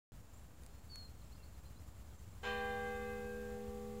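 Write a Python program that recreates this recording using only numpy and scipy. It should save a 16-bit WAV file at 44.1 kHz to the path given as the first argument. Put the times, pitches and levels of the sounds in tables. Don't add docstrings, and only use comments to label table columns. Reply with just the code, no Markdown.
import sys
import numpy as np
from scipy import signal
from scipy.fft import rfft, irfft
from scipy.io import wavfile
from scipy.ndimage import uniform_filter1d

SR = 44100
rng = np.random.default_rng(int(sys.argv[2]) if len(sys.argv) > 2 else 0)


def output_pcm(signal):
    pcm = np.clip(np.atleast_2d(signal).T, -1, 1) * 32767
    wavfile.write(sys.argv[1], SR, np.round(pcm).astype(np.int16))


def invert_db(x):
    u = np.asarray(x, float) / 20
    return 10 ** u


N = 176400
STRIKE_S = 2.43


def read(points, hz):
    f, value = np.transpose(points)
    return np.interp(np.log(hz + 1), np.log(f + 1), value)


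def evened(x):
    return x / np.sqrt(np.mean(x ** 2) + 1e-20)


def coloured(shape):
    spectrum = rfft(rng.standard_normal(N))
    return evened(irfft(spectrum * invert_db(read(shape, np.fft.rfftfreq(N, 1 / SR))), N))


def wander(rate, count):
    t = np.arange(count)[:, None] / SR
    f = rate * np.geomspace(.1, 1, num=8)
    slow = np.sin(2 * np.pi * (f * t[::100] + rng.random(8))) @ (1 / np.sqrt(f))
    return np.interp(t[:, 0], t[::100, 0], evened(slow))


def glide(hz):
    return np.sin(2 * np.pi * np.cumsum(hz) / SR)


def add(mix, s, sound):
    part = mix[round(s * SR):][:len(sound)]
    part += sound[:len(part)]


def rumble():
    # [f/Hz, level/dB per Hz]
    rumble_colour = [(12, -43), (20, -35), (22, -40), (40, -5.5), (64, 0), (97, -8.5), (149, -15),
                     (400, -38.5), (520, -39), (880, -120)]
    # [t/s, level/dB]
    gusts = [
        (0.13, -53),
        (0.2, -56.5),
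        (3.23, -53),
        (3.36, -55),
        (3.54, -51),
        (3.59, -59),
        (3.68, -50.5),
        (3.72, -55.5),
        (4.0, -54.5),
    ]
    # [t/s, depth/dB, half width/s]
    lulls = [
        (.235, -4.5, 0.018),
        (.28, -15, 0.013),
        (.4, -1, 0.072),
        (.555, -12, 0.016),
        (.81, -13, 0.013),
        (1.42, -2, 0.023),
        (2.17, -13, 0.014),
        (3.59, -2, .03),
    ]
    skew = 0.097
    t = np.arange(N) / SR
    low = coloured(rumble_colour)
    low = low / np.sqrt(uniform_filter1d(low ** 2, size=5000) + 0.12)
    level_db = np.interp(t, *np.transpose(gusts))
    for s, db, half in lulls:
        level_db = level_db + db * np.exp(-((t - s) / half) ** 2)
    cut = signal.butter(2, 36, "high", fs=SR, output="sos")
    even_part = signal.sosfilt(cut, low[::-1])[::-1]
    lopsided_part = signal.sosfilt(cut, low ** 2)
    return invert_db(level_db) * evened(even_part - skew * lopsided_part)


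def town():
    # [f/Hz, level/dB per Hz]
    town_colour = [(120, -28), (200, 2), (379, -7.5), (573, -8), (1310, -15.5), (1640, -21.5), (1820, -28),
                   (6000, -33), (7800, -94), (13200, -120)]
    town_db = -67.5
    lull_s, lull_db, lull_half_s = 0.13, -3, 0.12
    lull = lull_db * np.exp(-((np.arange(N) / SR - lull_s) / lull_half_s) ** 2)
    return invert_db(town_db + lull) * coloured(town_colour)


def high_bands():
    # [f/Hz, width/Hz, level/dB]
    fuzzy_bands = [
        (7550, 200, -82.5),
        (7100, 400, -86),
    ]
    hz = np.fft.rfftfreq(N, 1 / SR)
    out = np.zeros(N)
    for f, width, db in fuzzy_bands:
        resonance = 1 / (1 + (2 * (hz - f) / width) ** 2)
        band = irfft(rfft(rng.standard_normal(N)) * resonance, N)
        out += invert_db(db + 2.4 * wander(23.0, count=N)) * evened(band)
    return out


def whistle():
    # [t/s, f/Hz, level/dB]
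    whistle_course = [
        (0.885, 3950, -88),
        (0.895, 4549, -71),
        (0.902, 4550, -61.5),
        (0.937, 4374, -53.5),
        (0.985, 4346, -56),
        (1.063, 4184, -62.5),
        (1.111, 4170, -100),
        (1.12, 4300, -82),
    ]
    s, hz, db = np.transpose(whistle_course)
    t = np.arange(s[0], s[-1], 1 / SR)
    edge = np.minimum(1, np.minimum(t - s[0], s[-1] - t) / 0.0072)
    level_db = np.interp(t, s, db) + 0.83 * wander(55.0, count=len(t))
    out = np.zeros(N)
    add(out, s[0], np.sqrt(2) * edge * invert_db(level_db) * glide(np.interp(t, s, hz)))
    return out


def chirps():
    # [t/s, length/s, from f/Hz, to f/Hz, level/dB]
    chirp_notes = [(.335, .016, 6700, 7300, -68), (.67, .2, 4170, 4350, -83), (1.12, .17, 4280, 4230, -84),
                   (1.215, .014, 4000, 4400, -72), (1.318, .024, 4050, 4600, -69),
                   (1.35, .025, 4900, 4950, -77), (1.24, .03, 5350, 5450, -81),
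                   (1.455, .02, 4250, 4500, -76), (1.35, .012, 4100, 4400, -72),
                   (1.38, .055, 2750, 2720, -76), (1.425, .024, 4000, 4600, -69.5),
                   (1.545, .015, 4000, 4150, -74), (1.65, .03, 4080, 4180, -72),
                   (1.79, .012, 4000, 4100, -77), (1.675, .015, 4800, 5000, -77),
                   (1.76, .025, 3950, 4200, -73), (1.785, .016, 4900, 5300, -75),
                   (2.11, .03, 3500, 3200, -79), (2.185, .014, 5900, 7000, -71),
                   (3.05, .04, 4060, 4050, -78), (3.985, .015, 6200, 6900, -69)]
    out = np.zeros(N)
    for start, length, from_hz, to_hz, db in chirp_notes:
        u = np.arange(0, length, 1 / SR) / length
        blur = .014 * from_hz * wander(300., count=len(u) + 200)[:len(u)]
        blur *= min(1, .02 / length)
        swell = np.sqrt(2 * np.sin(np.pi * u))
        add(out, start, invert_db(db) * swell * glide(from_hz + (to_hz - from_hz) * u + blur))
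    return out


def birds():
    calls = whistle() + chirps()
    t = np.arange(SR // 3) / SR
    echo = rng.standard_normal(len(t)) * invert_db(-60 * t / 0.28) * (t > .004)
    return calls + invert_db(-11) * signal.fftconvolve(calls, echo / np.linalg.norm(echo))[:N]


def ticks():
    # [t/s, peak level/dB, f/Hz, share of dull knock]
    body_ticks = [
        (.6352, -45, 7500, .1),
        (.6634, -42.5, 7500, .1),
        (.9576, -36, 7300, .3),
    ]
    out = np.zeros(N)
    t = np.arange(-24, 25) / SR
    for s, db, hz, dull in body_ticks:
        snap = (1 - 2 * (np.pi * hz * t) ** 2) * np.exp(-(np.pi * hz * t) ** 2)
        knock = np.cos(2 * np.pi * 1500 * t) * np.exp(-(t / .0002) ** 2)
        train = .13 * rng.standard_normal(90) * invert_db(-np.arange(90) * .2)
        train[[0, 7, 16, 20]] += [1, -.3, -.45, .35]
        add(out, s, invert_db(db) * np.convolve(train, snap + dull * knock))
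    return out


def shimmer(hz, count):
    return 1.1 * hz / 2000 * wander(45., count=count)


def rim(t):
    # [f/Hz, peak level/dB, t60/s]
    rim_partials = [(215.26, -49.7, 90), (409.03, -50.7, 90), (486.85, -40, 9.9), (648.5, -64.5, 5.1),
                    (789.41, -41.8, 4), (1001.66, -49, 1.5), (1163.75, -53.5, 12), (1592.13, -39.8, 3.1),
                    (1800.87, -55, 2.2), (2062.94, -55, 10), (2437.07, -53.5, 1.74), (2563.19, -55.6, 3.15),
                    (3086.09, -49.5, 1.75), (3616.6, -63.5, 4.5)]
    # [split f/Hz, peak level/dB, t60/s, t after the blow when the pair cancels/s]
    rim_twins = [(-.25, -62.6, 90, -.15), (-.77, -55.4, 1.95, .46), (-.21, -46.7, 2.64, -.35),
                 (-1.06, -63.3, 6.2, .66), (-1.05, -53, 9.5, .96), (2, -76, 27, -.01), (-.9, -54, .9, .6),
                 (.8, -59.5, 6.9, 1.4), (2.1, -72, 5.6, -.07), (-1.06, -66, 6, .95),
                 (-1.2, -67.5, 2.9, .43), (.92, -57, 4, .3), (-13, -67, 2.2, .02), (1.35, -78, 2.4, .98)]
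    # [partial index, t/s, step/dB]
    partial_steps = [(4, 2.58, 1.5), (4, 2.8, -2.5), (4, 2.97, -2), (4, 3.17, 5), (4, 3.38, 2.5),
                     (4, 3.58, -5.5), (6, 3.17, -9), (6, 3.35, -4), (6, 3.67, 8), (7, 2.67, 1.5),
                     (7, 2.95, -2.5), (7, 3.27, 3), (7, 3.37, 1), (7, 3.53, -5), (7, 3.66, -7), (8, 3.3, 7),
                     (9, 3.27, -19), (9, 3.4, 7), (11, 3.2, -2), (11, 3.4, -2), (11, 3.6, 4),
                     (12, 2.57, -2.5), (12, 3.37, 5), (13, 3.1, -5)]
    shade_db = np.zeros((len(rim_partials), len(t)))
    for k, s, db in partial_steps:
        shade_db[k] += db / (1 + np.exp((s - STRIKE_S - t) / .025))
    out = np.zeros(len(t))
    for shade, partial, twin in zip(shade_db, rim_partials, rim_twins):
        hz, db, t60 = partial
        split, twin_db, twin_t60, dip = twin
        phase = 2 * np.pi * (hz * t + rng.random())
        twin_phase = phase + 2 * np.pi * split * (t - dip)
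        pair = invert_db(db - 60 * t / t60) * np.sin(phase)
        pair -= invert_db(twin_db - 60 * t / twin_t60) * np.sin(twin_phase)
        out += pair * invert_db(shade + shimmer(hz, len(t)))
    return out


def lesser_partials(t):
    # [f/Hz, peak level/dB, t60/s]
    weak_partials = [(1095.2, -56, 1.2), (1110.7, -64.5, 9), (1118.8, -60, 2.4), (1395.6, -67, 6.6),
                     (1505.4, -59, 1.9), (1868.9, -62, 1.3), (1898, -57, 1.4), (2017.5, -62, 2.2),
                     (2264, -60, .8), (2407.1, -59, 2.2), (2700.2, -57, .74), (2779, -63, 2.3),
                     (2808, -61, .9), (2928.7, -66.5, 2.2),
                     (1109.5, -54, .7), (1579, -63, .8), (1619, -63, .8), (1729, -68, .9), (1843, -69, 2.2),
                    (2014, -62, .5), (2122, -68, .9), (2533, -70, 2.5), (2859, -65.5, 1.3),
                    (3136, -62, 1.8), (3546, -70, 3), (3603, -66, 1.8),
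                     (3105, -57, .7), (3562, -57, .8), (3654, -66, 2.2), (3679, -69, .7),
                         (3769, -67, 2.2), (3961, -64, .6), (4157, -59, 1.3), (4168, -71, .8),
                         (4237, -66, .6), (4395, -68, .5), (4494, -71, 2), (4694, -70, .7), (5118, -65, .6),
                         (5230, -73, .9)]
    out = np.zeros(len(t))
    for hz, db, t60 in weak_partials:
        level_db = db - 60 * t / t60 + shimmer(hz, len(t))
        out += invert_db(level_db) * np.sin(2 * np.pi * (hz * t + rng.random()))
    return out


def clang(t):
    # [f/Hz, level/dB]
    clang_colour = [(200, -18), (600, 6.5), (1500, 3), (2600, 5.5), (4000, 1), (5500, -12), (7300, -3),
                    (8200, -24)]
    # [f/Hz, t60/s]
    clang_decay = [(300, .27), (1500, .28), (4000, .38), (8000, .45)]
    clang_db, modes, build_s = -66, 240, .009
    u = rng.random((modes, 3))
    t = t[:SR // 2, None]
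    hz = 200 + 8000 * u[:, 0] ** 2.2
    t60 = read(clang_decay, hz) * (.5 + u[:, 1])
    level_db = clang_db + read(clang_colour, hz) - 60 * t / t60
    crowd = (invert_db(level_db) * np.sin(2 * np.pi * (hz * t + u[:, 2]))).sum(1)
    t = t[:, 0]
    return crowd * np.cos(np.pi * t) ** .5 * (1 - np.exp(-t / build_s))


def scatter(t):
    # [f/Hz, level/dB per Hz]
    scatter_colour = [(400, -32), (700, -10), (1500, -1), (3000, 2), (4500, -9), (8000, -24)]
    scatter_db, t60, build_s = -67.5, 7.3, .04
    level = invert_db(scatter_db - 60 * t / t60) * (1 - np.exp(-t / build_s))
    return level * coloured(scatter_colour)[:len(t)]


def bell():
    build_s, direct, throw_s, throw_spread_s = .003, .33, .028, .006
    t = np.arange(N - round(STRIKE_S * SR)) / SR
    throw = (1 - direct) / (1 + np.exp((throw_s - t) / throw_spread_s))
    out = (rim(t) + lesser_partials(t)) * (1 - np.exp(-t / build_s)) * (direct + throw)
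    add(out, 0, clang(t))
    return out + scatter(t)


def scene():
    mix = rumble() + town() + high_bands() + birds() + ticks()
    add(mix, STRIKE_S, bell())
    return mix[None]


def roll_off(x):
    return signal.sosfilt(signal.butter(12, 16340, fs=SR, output="sos"), x)


def record(dry):
    # [f/Hz, level/dB per Hz]
    hiss_colour = [(1000, 10.5), (3000, 3.5), (5800, 1), (7100, 5), (8200, 1), (12000, -1), (15500, 0.5)]
    hiss_db, knee_db, ceiling_db, hiss_power = -73.5, -72, 58, 0.39
    offset, offset_power = -0.00082, 0.18
    opens_s, edge_hz = .1203, 15780
    power = uniform_filter1d(dry ** 2, size=500, axis=1)
    power = abs(uniform_filter1d(power, size=500, axis=1))
    swing = np.minimum(1 + power / invert_db(2 * knee_db), invert_db(ceiling_db))
    creep = offset * uniform_filter1d(swing, size=2500, axis=1) ** (offset_power / 2)
    hiss = invert_db(hiss_db) * swing ** (hiss_power / 2) * coloured(hiss_colour)
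    band_edge = signal.firwin(401, edge_hz, window=("kaiser", 9), fs=SR)
    x = signal.oaconvolve(dry + creep + hiss, band_edge[None], "same")
    return roll_off(x * (np.arange(N) / SR > opens_s))


dry = scene()
out = record(dry)
output_pcm(out)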